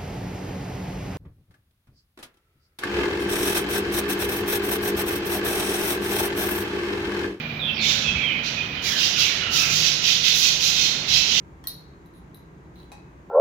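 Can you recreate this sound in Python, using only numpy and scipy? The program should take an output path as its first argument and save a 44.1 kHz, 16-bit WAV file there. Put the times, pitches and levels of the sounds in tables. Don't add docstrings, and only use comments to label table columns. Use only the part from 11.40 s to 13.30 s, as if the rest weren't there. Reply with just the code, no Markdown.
import sys
import numpy as np
from scipy import signal
from scipy.fft import rfft, irfft
from scipy.io import wavfile
from scipy.ndimage import uniform_filter1d

SR = 44100
rng = np.random.default_rng(int(sys.argv[2]) if len(sys.argv) > 2 else 0)


def wav_out(sig):
    wavfile.write(sys.argv[1], SR, np.round(np.clip(np.atleast_2d(sig).T, -1, 1) * 32767).astype(np.int16))


N = 83790

# (frequency [Hz], level [dB])
GLASS_CRACK = [(300, -7), (1200, -12.5), (2500, -11), (3400, -3), (4100, 5.5), (4900, -2.5), (6000, 0),
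               (8000, -34.5), (11000, -11.5), (16000, -11)]
KNOCK_CRACK = [(300, 8), (850, 8), (1800, 0), (3200, -10), (4500, -3.5), (6000, -8.5), (9000, -9.5),
               (13500, -18), (16000, -21)]
SNAP = [(1500, -34), (5000, -3), (16000, 0)]


def undb(db):
    return 10 ** (np.asarray(db) / 20)


def curve(points, hz):
    p = np.array(points, float)
    return np.interp(np.log(np.maximum(hz, 1)), np.log(p[:, 0]), p[:, 1])


def colour(x, points, power=1):
    gain = undb(curve(points, np.fft.rfftfreq(2 * N, 1 / SR))) ** power
    return irfft(rfft(x, 2 * N) * gain)[..., :N]


def noise(points):
    x = colour(rng.standard_normal(N), points)
    return x / x.std()


def fade(t, t60):
    return np.exp(-np.log(1000) * t / t60)


def hiss():
    # (frequency [Hz], level [dB])
    left = [(3000, -21), (5900, -7), (6500, 6.5), (7400, -4.5), (9000, -10.5), (16000, -12)]
    right = [(3000, -20), (5200, -5.5), (8500, -7), (16000, -11.5)]
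    return np.array([undb(-74) * noise(left), undb(-78.5) * noise(right)])


def ventilation():
    # (frequency [Hz], level [dB])
    spectrum = [(20, -30.5), (40, -8), (58, 0), (110, -6.5), (145, -1.5), (180, -1), (225, -11),
                (340, -6.5), (520, -18.5), (730, -22), (950, -20), (1400, -27.5), (2000, -28.5),
                (3000, -38.5), (6500, -48.5), (10000, -60), (16000, -64)]
    width = [(60, -15), (150, -16.5), (300, -10), (600, -3.5), (1200, 3.5), (4000, -1.5)]
    rumble_band = [(200, 0), (400, -30)]
    tones = [(62, -59), (139, -61), (1600, -76.5)]
    t, step = np.arange(N) / SR, int(SR / 9)
    mid, side = noise(spectrum), colour(noise(spectrum), width)
    air = np.array([mid + side, mid - side])
    swell_db = uniform_filter1d(np.repeat(rng.standard_normal(N // step + 1), step), step)[:N]
    air += colour(air, rumble_band) * (undb(swell_db) - 1)
    hum = sum(undb(db) * np.sqrt(2) * np.sin(2 * np.pi * (hz * t + rng.random())) for hz, db in tones)
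    return undb(-47.5) * air + hum


def room(x):
    # (frequency [Hz], t60 [s])
    decays = [(500, .5), (4000, .5), (10000, .26), (15000, .19)]
    build_s, echo_s = 0.0027, 0.012
    t, hz = np.arange(N) / SR, np.fft.rfftfreq(N, 1 / SR)
    spectrum, tail = rfft(rng.standard_normal((2, N))), 0
    for centre_hz, t60 in decays:
        band = curve([(f, f == centre_hz) for f, _ in decays], hz)
        env = fade(t, t60) * (1 - np.exp(-t / build_s))
        tail += irfft(spectrum * band, N) * env / np.sqrt(np.sum(env ** 2))
    echo = np.pad(x, ((0, 0), (int(echo_s * SR), 0)))[:, :N]
    wet = undb(0.5) * signal.fftconvolve(x, tail, axes=1)[:, :N] + undb(-9.5) * echo
    return x + colour(wet, [(5000, 0.0047), (12000, -3.5)])


def slide(resonances, start_s, end_s, db):
    slips_per_s, scatter_db = 450, 4
    t, hz = np.arange(N) / SR, np.fft.rfftfreq(N, 1 / SR)
    catches = rng.random(N) < slips_per_s / SR
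    slips = catches * undb(scatter_db * rng.standard_normal(N)) * rng.standard_normal((2, N))
    sliding = (t > start_s) & (t < end_s)
    body = sum(undb(peak_db) / (1 + 2j * (hz - f) / width) ** 2 for f, width, peak_db in resonances)
    scrape = irfft(rfft(slips * sliding) * body, N)
    return undb(db) * scrape / scrape[:, sliding].std()


def strike(hits, modes):
    attack_s, stereo_spread_rad = 0.00019, 0.9
    out, t = np.zeros((2, N)), np.arange(SR // 2) / SR
    attack = 1 - np.exp(-t / attack_s)
    for time_s, db, bright_db in hits:
        start, ring = int(time_s * SR), 0
        for hz, mode_db, t60 in modes:
            phase = rng.uniform(0, 2 * np.pi) + stereo_spread_rad * rng.standard_normal((2, 1))
            gain = undb(db + mode_db + curve([(7000, 0.015), (14000, bright_db)], hz))
            ring += gain * fade(t, t60) * np.sin(2 * np.pi * hz * t + phase)
        out[:, start:start + len(t)] += (ring * attack)[:, :N - start]
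    return out


def crack(hits, spectrum, db, t60):
    t = np.arange(N) / SR
    env = sum(undb(hit_db + db) * (t >= at) * fade(np.abs(t - at), t60) for at, hit_db, _ in hits)
    return env * np.array([noise(spectrum), noise(spectrum)])


def taps(tube_modes):
    # (time [s], level [dB], brightness [dB])
    hits = [(.6591, -58.5, -3), (.7384, -61, -5), (.7583, -65, -7), (.782, -58.5, -11),
            (.9454, -45.5, -1.5), (.971, -55, -3), (.9955, -62, -14)]
    # (frequency [Hz], width [Hz], level [dB])
    body = [(3820, 740, -6), (10200, 630, -6), (14300, 330, -11)]
    tapping = strike(hits, tube_modes) + crack(hits, GLASS_CRACK, db=-8, t60=0.013)
    return tapping + slide(body, start_s=.737, end_s=.795, db=-68.5)


def rattle():
    # (time [s], level [dB], brightness [dB])
    hits = [(1.2492, -65.5, -8), (1.3575, -51.5, -2), (1.3689, -54, -6), (1.3829, -52, -10),
            (1.3905, -52.5, -8), (1.4012, -46.5, -8), (1.433, -59, 1)]
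    # (frequency [Hz], level [dB], t60 [s])
    modes = [(4003, 0, 0.028), (9350, -20, 0.03), (12900, -11, .025), (15350, -8, .025)]
    # (frequency [Hz], width [Hz], level [dB])
    body = [(3200, 1600, 5.5), (4130, 430, -4), (9300, 1800, -3), (15200, 790, -2)]
    chatter = strike(hits, modes) + crack(hits, GLASS_CRACK, db=-9.5, t60=0.018)
    return chatter + slide(body, start_s=1.357, end_s=1.445, db=-69)


def pipette_tick():
    # (time [s], level [dB], brightness [dB])
    hits = [(.2402, -47, 1)]
    # (frequency [Hz], level [dB], t60 [s])
    modes = [(1860, 4, .035), (1915, -5, .13), (3280, 1, .035), (4380, -3, .02), (5663, -4.5, .034)]
    tick = strike(hits, modes) + crack(hits, KNOCK_CRACK, db=2, t60=.05)
    return tick + crack(hits, SNAP, db=-0.5, t60=.012)


def knock():
    # (time [s], level [dB], brightness [dB])
    hits = [(1.5178, -44.5, -9), (1.5225, -50.5, -4)]
    # (frequency [Hz], level [dB], t60 [s])
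    modes = [(825, 0, .075), (990, -4, .04), (2446, -5, .04), (2515, -2, .09), (2565, -2.5, .26),
             (3984, 1, .022), (5900, -2, .014), (7596, -13, .02), (8620, -12, .015), (11120, -4, .022),
             (12780, -8, .025), (15300, -7, .02)]
    return strike(hits, modes) + crack(hits, KNOCK_CRACK, db=0, t60=0.056)


def clink(tube_modes):
    # (time [s], level [dB], brightness [dB])
    hits = [(.2712, -32.5, -1.5), (.2733, -39.5, -2.5), (.2942, -38, -29)]
    # (frequency [Hz], level [dB], t60 [s])
    neighbour_modes = [(3850, -3, .03), (3908, -1, .03), (4172, -2, .026), (4256, -2, .028),
                       (4312, 0, .032), (4410, -8, .025), (5700, -10, .015), (9841, -7, .035),
                       (10240, 0, .043), (10843, -4, .04), (11143, -1, .045), (11597, -2, .045),
                       (12099, 1.5, .042), (13857, 11, .032), (14330, 5, .032)]
    glass = strike(hits, neighbour_modes) + undb(-3.5) * strike(hits, tube_modes)
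    contact = crack(hits, GLASS_CRACK, db=-1.5, t60=0.019)
    return glass + contact + crack(hits[:1], SNAP, db=2.5, t60=0.0032)


def scene():
    # (frequency [Hz], level [dB], t60 [s])
    first_tube = [(3915, -1, .02), (4030, -7, .018), (9878, -9, .07), (10290, -13, .05),
                  (11660, -1.5, .048), (12540, -19, .03), (14290, -4, .04)]
    # (frequency [Hz], left minus right [dB])
    balance = [(4500, 0), (5700, -4), (6700, 9), (7800, 1.5), (10100, -12), (11100, -7), (11800, -1),
               (13000, -2), (13900, 5.5)]
    left, right = room(pipette_tick() + clink(first_tube) + taps(first_tube) + rattle() + knock())
    glassware = np.array([colour(left, balance, 1 / 2), colour(right, balance, -1 / 2)])
    return glassware + ventilation() + hiss()


def record(dry):
    return signal.sosfilt(signal.ellip(8, .2, 70, 15900, fs=SR, output="sos"), dry)


dry = scene()
out = record(dry)
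wav_out(out)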